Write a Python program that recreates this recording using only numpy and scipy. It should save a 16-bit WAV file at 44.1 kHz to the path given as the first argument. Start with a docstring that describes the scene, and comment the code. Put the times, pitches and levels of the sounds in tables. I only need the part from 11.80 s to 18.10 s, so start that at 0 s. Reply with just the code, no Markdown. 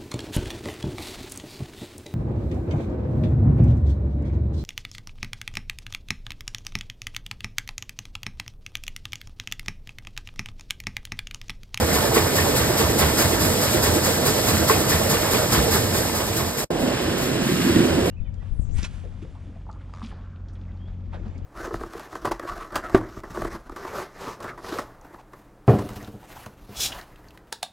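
"""In a glass-bottle factory, close to a rotary blow moulding machine with twelve stations. Almost five stations
come round each second. At each one an air valve blows off and a mould clacks shut, while linkages knock and the
frame thumps over the roar of burners and drive. The sound fades, then the scene changes to behind the machine's
guard, duller and with a swelling low roar."""
import sys
import numpy as np
from scipy import signal
from scipy.fft import rfft, irfft
from scipy.io import wavfile

SR = 44100
rng = np.random.default_rng(int(sys.argv[2]) if len(sys.argv) > 2 else 0)


def to_wav(s):
    """Save 16-bit WAV."""
    ch = np.atleast_2d(s).T  # columns
    pcm = np.round(np.clip(ch, -1, 1) * 32767)  # PCM
    wavfile.write(sys.argv[1], SR, pcm.astype(np.int16))


N = 277830
TIME, HZ = np.arange(N) / SR, np.fft.rfftfreq(N, 1 / SR)


def gain_of(db):
    """Turn decibels into a multiplier."""
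    return 10 ** (np.asarray(db) / 20)


def unit_level(x):
    """Scale a signal to an average power of one."""
    return x / np.sqrt(np.mean(x ** 2) + 1e-20)


def curve(points):
    """Join (Hz, value) points with straight lines on a log-frequency axis."""
    hz, value = np.transpose(points)
    return np.interp(np.log(HZ + 1), np.log(hz + 1), value)


def follow(rows, column):
    """Turn one column of decibels into a gain that changes over time."""
    rows = np.array(rows)
    return gain_of(np.interp(TIME, rows[:, 0], rows[:, column]))


def wander(rate_hz):
    """A random wobble, no faster than about the given rate."""
    return unit_level(irfft(rfft(rng.standard_normal(N)) / (1 + (HZ / rate_hz) ** 4), N))


def housing(depth, count):
    """Echoes off nearby steel panels lift some frequencies and sink others, less so in the treble."""
    delay_s, sign = rng.uniform(.002, .04, count), rng.choice([-1, 1], count)
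    echoes = np.zeros(N)
    echoes[(delay_s * SR).astype(int)] = sign * depth / np.sqrt(count)
    return 1 + rfft(echoes) / np.sqrt(1 + HZ / 4000)


def noise(spectrum, lift_db=0, grain_db=0):
    """Two unrelated shaped noises, heard in the housing; grain makes them crackle."""
    source = rng.standard_normal((2, N)) * gain_of(grain_db * wander(570))
    colour = gain_of(curve(spectrum) + lift_db) * housing(depth=0.28, count=12)
    return unit_level(irfft(rfft(source) * colour, N))


def band_db(hz, width_hz):
    """A curve in dB that keeps only a narrow band around one pitch."""
    return -20 * np.log10(1 + ((HZ - hz) / width_hz) ** 2)


def burst(start, rise, hold, t60):
    """A level that rises, holds, then falls 60 dB in t60; all times are in seconds."""
    opening = .5 + .5 * np.tanh((TIME - start) / rise)
    return opening * gain_of(-60 * np.maximum(TIME - start - hold, 0) / t60)


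def strike(blows, tones, rise, spread, scatter=1):
    """Each blow (seconds, dB) rings a part's tones, a bit detuned; low scatter starts them in step."""
    t, out = np.arange(SR // 2) / SR, np.zeros((2, N + SR))
    hz, db, t60 = np.transpose(tones)[:, :, None]
    decay = gain_of(db - 60 * t / t60)
    for s, level_db in blows:
        detune = 1 + spread * rng.standard_normal(hz.shape)
        phase = rng.random((2, 1, 1)) + scatter * rng.random((2, len(hz), 1))
        waves = np.sin(2 * np.pi * (hz * detune * t + phase))
        ring = (decay * waves).sum(1) * (1 - np.exp(-t / rise))
        early_level = np.sqrt(np.mean(ring[:, :SR // 25] ** 2, 1, keepdims=True))
        start = round(s * SR)
        out[:, start:start + len(t)] += gain_of(level_db) * ring / early_level
    return out[:, :N]


def pitched_strikes(blows, tones, rise, spread):
    """Strike the same set of tones at each blow's own pitch."""
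    return sum(strike([(s, db)], [(hz * k, tone_db, t60) for k, tone_db, t60 in tones], rise, spread)
               for s, db, hz in blows)


# Narrow peaks in the running noise. Each row: pitch in Hz, width in Hz, lift in dB.
WHISTLE_PEAKS = [(84, 16, 3.5), (215, 24, 3), (335, 25, 2), (440, 30, 1.5), (4048, 11, 5.5),
                 (4970, 260, 2.2), (8027, 35, 2.4), (12370, 60, 2.2)]
def whistles():
    """The lift in dB from the resonances that the air jets set off."""
    return sum(db / (1 + (2 * (HZ - hz) / width) ** 2) for hz, width, db in WHISTLE_PEAKS)


# The open machine fading. Each row: time in seconds, gain of burners and steel in dB, gain of air in dB.
OPEN_FADE = [(0, 1.5, 0), (2.2, 0.5, 1.5), (3.85, 0.5, 0.5), (4.3, -2, -2), (4.7, -5, -4),
             (4.83, -5.5, -3.5)]
# The colour of the roar and the hiss. Each row: frequency in Hz, relative level in dB.
ROAR_SPECTRUM = [(20, -18), (40, -5), (60, -3), (82, -1), (115, 1.5), (175, -0.5), (270, -2), (450, -0.5),
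                 (700, -5.5), (1100, -11), (1800, -12), (3000, -18), (6000, -25)]
HISS_SPECTRUM = [(800, -1), (2000, -11), (2600, 5), (3300, 7.5), (4000, 8), (5000, 8.5), (6500, 8),
                 (8700, 7), (10000, 4), (12500, 6), (14000, 1.5), (16000, -4.5)]
def burners():
    """Flames and drive roar, turbulence swelling each band on its own, while cooling air hisses."""
    bands_hz = np.geomspace(60, 2500, 9)
    source, churn = rfft(noise(ROAR_SPECTRUM, whistles())), 0
    for share in np.eye(len(bands_hz)):
        band = irfft(source * curve(np.c_[bands_hz, share]), N)
        churn = churn + band * gain_of(2 * wander(20))
    roar = unit_level(churn) * follow(OPEN_FADE, column=1) * gain_of(-22.5)
    flutter_db = .6 * wander(23)
    hiss = noise(HISS_SPECTRUM, whistles(), grain_db=0.5) * gain_of(-29 + flutter_db)
    return roar + hiss * follow(OPEN_FADE, column=2)


def casing():
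    """A loose panel, shaken by the machine, sings with a wavering level."""
    return noise(ROAR_SPECTRUM, band_db(612, width_hz=26)) * gain_of(-38.5 + wander(18))


# Heavy strokes. Each row: start in seconds, relative level in dB.
FRAME_STROKES = [(.025, -21), (.15, -18), (.39, -17.5), (.602, -19), (.755, -29), (.812, -22), (1.02, -19),
                 (1.218, -15), (1.442, -16), (1.652, -20), (2.078, -17), (2.512, -26), (2.718, -17.5),
                 (2.796, -21), (2.962, -20), (3.136, -18), (3.762, -16), (3.91, -24), (4.615, -21),
                 (5.252, -25.5), (5.885, -18.5), (6.095, -17.5), (6.2, -21.5)]
# The frame's tones. Each row: pitch in Hz, relative level in dB, seconds to fall 60 dB.
FRAME_TONES = [(74.6, -11, 0.1), (82.5, -1.5, 0.24), (142, -4.5, 0.17), (220, -12, 0.1)]
def frame_thumps():
    """The heavy frame takes up each stroke with a short low thump."""
    return gain_of(-5.5) * strike(FRAME_STROKES, FRAME_TONES, rise=0.02, spread=0.069)


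TURN_S = 2.536  # one full turn of the machine
def every_turn(rows):
    """Repeat rows that start with a time within the turn, until the sound ends."""
    turns = np.arange(0, N / SR, TURN_S)
    return [(s + turn, *rest) for turn in turns for s, *rest in rows if s + turn < N / SR]


# The twelve stations. Each row: seconds into the turn when the valve opens, air level in dB,
# seconds it stays open, seconds from its opening until the mould shuts, then the levels in dB of
# the clatter, the mould carrier's ring and the blowing air. All levels are relative.
STATION_CYCLE = [(.129, -20, 0.022, .026, -25.5, -28, -22.5), (.342, -17, 0.011, 0.029, -22.5, -36, -25),
                 (.555, -17.5, 0.007, 0.02, -24.5, -33, -25), (.762, -16.5, 0.0037, .036, -23, -34, -45),
                 (.974, -19, 0.0092, .027, -22, -24, -26.5),
                 (1.184, -16.5, 0.011, 0.025, -19, -26.5, -35.5),
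                 (1.374, -18.5, 0.044, 0.027, -24.5, -27, -26), (1.597, -22, 0.059, .010, -30, -28.5, -25),
                 (1.814, -21, 0.024, 0.047, -24.5, -51, -22), (2.028, -16.5, 0.0046, 0.031, -23, -25, -23),
                 (2.238, -19.5, 0.02, 0.024, -29, -29.5, -25), (2.454, -19.5, 0.018, 0.017, -27, -23, -44)]
# The colour of escaping air. Each row: frequency in Hz, relative level in dB.
AIR_SPECTRUM = [(500, 11), (1500, 10), (3000, 3), (4000, 8), (5000, 4.5), (6500, 9), (8000, 5.5),
                (12500, 6.5), (14000, 1.5), (16000, 3)]
def air_valves():
    """Air spits out bright with a gritty whistle and dulls as it dies; more then blows into the mould."""
    open_s, blow_after_s = .008, .083
    spit = tail = blow = 0
    for s, air_db, hold, _, _, _, blow_db in every_turn(STATION_CYCLE):
        spit += gain_of(air_db) * burst(s, rise=open_s, hold=hold, t60=0.26)
        tail += gain_of(air_db) * burst(s + open_s, rise=2 * open_s, hold=hold, t60=0.33)
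        blow += gain_of(blow_db) * burst(s + blow_after_s, rise=open_s, hold=0.057, t60=0.1)
    octaves = np.log2((HZ + 500) / 6000)  # adding this brightens, subtracting it dulls
    bright = noise(AIR_SPECTRUM, whistles() + 2.4 * octaves, grain_db=-0.5) * spit * gain_of(-3)
    dull = noise(AIR_SPECTRUM, 2 * whistles() - 2 * octaves, grain_db=0.5) * tail * gain_of(-4.5)
    blowing = noise(AIR_SPECTRUM, whistles() + 0.64 * octaves, grain_db=-2.5) * blow * gain_of(-6)
    whistle = noise(AIR_SPECTRUM, band_db(4950, width_hz=260), grain_db=1.5) * spit * gain_of(-16)
    sputter = gain_of(0.47 * wander(48))
    return (bright + dull + blowing + whistle) * sputter


# The colour of the clatter. Each row: frequency in Hz, relative level in dB.
CLATTER_SPECTRUM = [(200, -33), (450, -14), (700, 1), (1050, 7.5), (1400, -2), (1900, 0.5), (2800, 0.5),
                    (5000, -5), (9000, -37), (16000, -35)]
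# The carrier that holds a mould. Each row: pitch in Hz, relative level in dB, seconds to fall 60 dB.
CARRIER_TONES = [(335.5, -11, 0.6), (401, 1, 0.084), (438, 2.5, 0.12), (460, -22, 0.21), (599, -11, 0.2),
                 (758, -21, 0.7), (887, -8, 0.08), (1110, -1, 0.064), (1166, -21, 0.17), (1370, -17, 0.13),
                 (1800, -27, 0.23)]
CARRIER_DELAY_S = 0.00608
def moulds():
    """Mould halves meet with a dense steel clatter; their carrier rings just after."""
    rattle, blows = 0, []
    for s, _, _, lag, clatter_db, ring_db, _ in every_turn(STATION_CYCLE):
        rattle += gain_of(clatter_db) * burst(s + lag, rise=0.0088, hold=.006, t60=0.3)
        blows.append((s + lag + CARRIER_DELAY_S, ring_db))
    clatter = noise(CLATTER_SPECTRUM, grain_db=1.5) * rattle * gain_of(-3)
    return clatter + gain_of(-2.5) * strike(blows, CARRIER_TONES, rise=0.003, spread=0.0243)


def chinks():
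    """Loose steel parts jostle for a moment after each mould shuts."""
    count, within_s, t60 = 4, .055, .029
    t, out = np.arange(SR // 20) / SR, np.zeros((2, N + SR))
    for s, _, _, lag, clatter_db, *_ in every_turn(STATION_CYCLE):
        envelope = (1 - np.exp(-t / .0006)) * gain_of(clatter_db - 2.5 - 60 * t / t60)
        for delay in rng.uniform(0, within_s, count):
            hz = np.exp(rng.uniform(np.log(950), np.log(4800), (3, 1)))
            waves = np.sin(2 * np.pi * (hz * t + rng.random((2, 3, 1))))
            ring = (np.sqrt(hz.min() / hz) * waves).sum(1)  # higher tones are weaker
            start = round((s + lag + delay) * SR)
            out[:, start:start + len(t)] += ring * envelope
    return out[:, :N]


# Dull knocks. Each row: start in seconds, level in dB, pitch in Hz.
LINKAGE_KNOCKS = [(.25, -29, 549), (.465, -31, 429), (.662, -32, 598), (.69, -27, 425), (.894, -26.5, 354),
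                  (.94, -37, 745), (.995, -25, 438), (1.333, -31, 324), (1.53, -25, 332),
                  (1.944, -23.5, 340), (2.16, -24.5, 333), (2.576, -31, 562), (2.796, -27, 326),
                  (3.208, -27, 610), (3.348, -27.5, 503), (3.425, -31, 335), (3.585, -31, 614),
                  (3.63, -30.5, 603), (3.879, -25.5, 441), (4.169, -44, 452)]
# A linkage's tones. Each row: multiple of the pitch, relative level in dB, seconds to fall 60 dB.
LINKAGE_TONES = [(1.002, 3.5, 0.073), (1.36, -9, 0.046), (1.82, -13, 0.11), (2.7, -37, .05)]
def linkages():
    """Levers and linkages knock as they take up their slack, each at its own pitch."""
    return pitched_strikes(LINKAGE_KNOCKS, LINKAGE_TONES, rise=0.008, spread=0.005)


# Hard slams, a turn apart. Each row: start in seconds, then latch, carrier and crunch levels in dB.
SLAMS = [(.360, -28, -19, -24.5), (2.897, -21.5, -18.5, -28)]
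# The latch's tones. Each row: pitch in Hz, relative level in dB, seconds to fall 60 dB.
LATCH_TONES = [(860, -5, .04), (905, -13, .06), (1070, 1, .03), (1180, -2, .03), (1373, -11, .1),
               (1567, -12, .1), (2000, -11, .06), (2654, -12, .07), (3850, -18, .05), (5100, -16, .05)]
# The colour of the crunch. Each row: frequency in Hz, relative level in dB.
CRUNCH_SPECTRUM = [(300, -36), (600, -20), (1100, -7), (1600, 2), (2200, 4), (2800, -2), (4000, -8),
                   (9000, -35)]
def slamming_mould():
    """One mould slams: its latch knocks, the halves crunch together and the carrier rings deeper."""
    latch = strike([(s, db) for s, db, _, _ in SLAMS], LATCH_TONES, rise=.0007, spread=.006)
    carrier_blows = [(s + CARRIER_DELAY_S, db) for s, _, db, _ in SLAMS]
    carrier = strike(carrier_blows, CARRIER_TONES, rise=.003, spread=.008, scatter=.15)
    seating = sum(gain_of(db) * burst(s, rise=.002, hold=.022, t60=.14) for s, _, _, db in SLAMS)
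    return latch + carrier + noise(CRUNCH_SPECTRUM, grain_db=3) * seating


# Light touches, a turn apart. Each row: start in seconds, level in dB.
PING_TOUCHES = [(.582, -25), (3.119, -31)]
# The touched part's tones. Each row: pitch in Hz, relative level in dB, seconds to fall 60 dB.
PING_TONES = [(1840, -15, 0.069), (1846, -2, 0.099), (1740, -1, 0.1), (2030, -14, .1), (2550, -20, .1)]
def steel_ping():
    """A light steel part pings when it is touched."""
    return strike(PING_TOUCHES, PING_TONES, rise=0.0016, spread=0.0032)


# Behind the guard. Each row: time in seconds, then relative levels of roar, rush and hiss in dB.
GUARD_LEVELS = [(4.91, -25.5, -22.5, -45.5), (5.1, -30, -21.5, -40.5), (5.25, -26.5, -23.5, -40.5),
                (5.58, -26, -26, -40.5), (5.7, -20.5, -29, -39.5), (5.85, -20.5, -27, -38),
                (5.99, -18, -24, -38), (6.3, -23, -21, -41.5)]
# The colours of those three noises. 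Each row: frequency in Hz, relative level in dB.
GUARD_ROAR = [(20, -20), (45, -18), (82, -7), (120, -3), (165, 1.5), (250, -1), (360, 2.5), (450, -15),
              (700, -35), (1100, -23), (3000, -41)]
GUARD_RUSH = [(250, -5.5), (400, -4), (500, -2), (600, -4), (720, -7.5), (850, -13.5), (1080, -13),
              (1200, -34), (1500, -24), (3000, -61)]
GUARD_HISS = [(500, -21), (900, 9), (1200, 13), (1700, 16), (2200, 11.5), (2700, 14.5), (4000, 10),
              (5000, 7.5), (8000, 4), (11000, -0.5), (13000, -4), (16000, -17)]
def guard_noise():
    """The guard's panels roar, and behind them the strokes blur into a rush and a duller hiss."""
    roar = noise(GUARD_ROAR) * follow(GUARD_LEVELS, column=1) * gain_of(-1.5 + 0.82 * wander(30))
    rush = noise(GUARD_RUSH) * follow(GUARD_LEVELS, column=2) * gain_of(-2.5 + 1.1 * wander(34))
    hiss = noise(GUARD_HISS, whistles(), grain_db=1) * follow(GUARD_LEVELS, column=3)
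    return roar + rush + hiss * gain_of(10.5 + .5 * wander(36))


# How the hum swells and sinks. Each row: time in seconds, level in dB.
HUM_LEVELS = [(4.91, -49), (5.06, -25), (5.2, -42), (5.55, -29), (5.68, -27), (5.87, -32), (6.1, -30),
              (6.3, -25)]
def hollow_hum():
    """The hollow space behind the guard hums around one low pitch."""
    return noise(GUARD_ROAR, band_db(240, width_hz=47)) * follow(HUM_LEVELS, column=1)


# Puffs of air. Each row: start in seconds, level in dB, seconds before it starts to fade.
AIR_LEAKS = [(5.008, -38, .04), (5.376, -31, 0.073), (5.646, -35, 0.28)]
def leaks():
    """Air escapes behind the guard in short hisses."""
    puffs = sum(gain_of(db) * burst(s, rise=.006, hold=hold, t60=0.5) for s, db, hold in AIR_LEAKS)
    return noise(AIR_SPECTRUM) * puffs


# Booms of the guard. Each row: start in seconds, level in dB, pitch in Hz.
PANEL_BOOMS = [(5.032, -21.5, 250), (5.28, -30, 335), (5.715, -24, 240), (5.864, -20, 250),
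               (5.896, -25, 345), (5.96, -19.5, 255), (5.989, -22.5, 235), (6, -21, 345),
               (6.043, -23.5, 335), (6.174, -20.5, 275)]
# A panel's tones. Each row: multiple of the pitch, relative level in dB, seconds to fall 60 dB.
PANEL_TONES = [(.66, -10, .06), (1, 0, .08), (1.3, -10, .05), (2.1, -12, .035), (2.7, -21, .04)]
def guard_booms():
    """The guard panels buckle and drum with short hollow thuds."""
    return pitched_strikes(PANEL_BOOMS, PANEL_TONES, rise=.005, spread=.01)


# How alike left and right are. Each row: frequency in Hz, likeness from 0 to 1.
STEREO_LIKENESS = [(30, .95), (100, .99), (300, .97), (600, .9), (950, .68), (2000, .66), (2800, .76),
                   (4500, .58), (5200, .66), (5750, .96), (6200, .97), (7000, .75), (8000, .88),
                   (12000, .9), (16000, .88)]
# Their balance. Each row: frequency in Hz, left level minus right level in dB.
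STEREO_BALANCE = [(60, -.5), (130, -1.2), (260, -2.1), (550, -5), (950, -5), (1500, -1.2), (2500, -.7),
                  (4600, -1.8), (5600, 0), (16000, 0)]
# Their timing. Each row: frequency in Hz, how far the left wave is ahead in radians.
STEREO_LEAD = [(0, 0), (250, -.62), (600, -1.1), (1150, 0), (1700, .25), (2600, 2.3), (4400, 2),
               (5200, 1.4), (5750, 2.8), (6200, 3.4), (7700, 6.1), (8700, 6.5), (9800, 9.2), (10800, 9.7),
               (11900, 12.4), (13000, 12.7), (14000, 15.4), (16000, 16.2)]
def stereo(pair):
    """Left and right share most of the sound, by paths of different length; the right is louder."""
    direct, diffuse = rfft(pair)
    likeness = np.clip(curve(STEREO_LIKENESS), 0, 1)
    tilt = gain_of(curve(STEREO_BALANCE) / 2)
    lead = np.exp(1j * np.interp(HZ, *np.transpose(STEREO_LEAD)))
    left = (likeness * direct + np.sqrt(1 - likeness ** 2) * diffuse) * lead * tilt
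    return irfft(np.array([left, direct / tilt]), N)


def scene():
    """The open machine, a short silence, then the guarded side, where thumps and some air get through."""
    stop_s, resume_s = 4.845, 4.904
    dying_away = gain_of(-13) * np.exp(-np.maximum(TIME - stop_s, 0) / .009)
    before = np.where(TIME < stop_s, 1, dying_away)
    after = np.clip((TIME - resume_s) / .001, 0, 1)
    air, thumps = air_valves(), frame_thumps()
    open_side = burners() + air * follow(OPEN_FADE, column=2) + thumps
    open_side += (moulds() + chinks() + casing()) * follow(OPEN_FADE, column=1)
    open_side += slamming_mould() + linkages() + steel_ping()
    guarded_side = guard_noise() + hollow_hum() + leaks() + guard_booms() + air * gain_of(-14.5) + thumps
    return stereo(open_side * before + guarded_side * after)


def record(dry):
    """Thin the deepest bass, round off the highest peaks and cut the very top of the treble."""
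    thinned = signal.sosfilt(signal.butter(3, 38, "high", fs=SR, output="sos"), dry)
    rounded = thinned / (1 + (thinned / .95) ** 4) ** .25
    treble_cut = signal.firwin(1023, 15780, window=("kaiser", 9), fs=SR)
    return signal.oaconvolve(rounded, treble_cut[None], "same")


dry = scene()
out = record(dry)
to_wav(out)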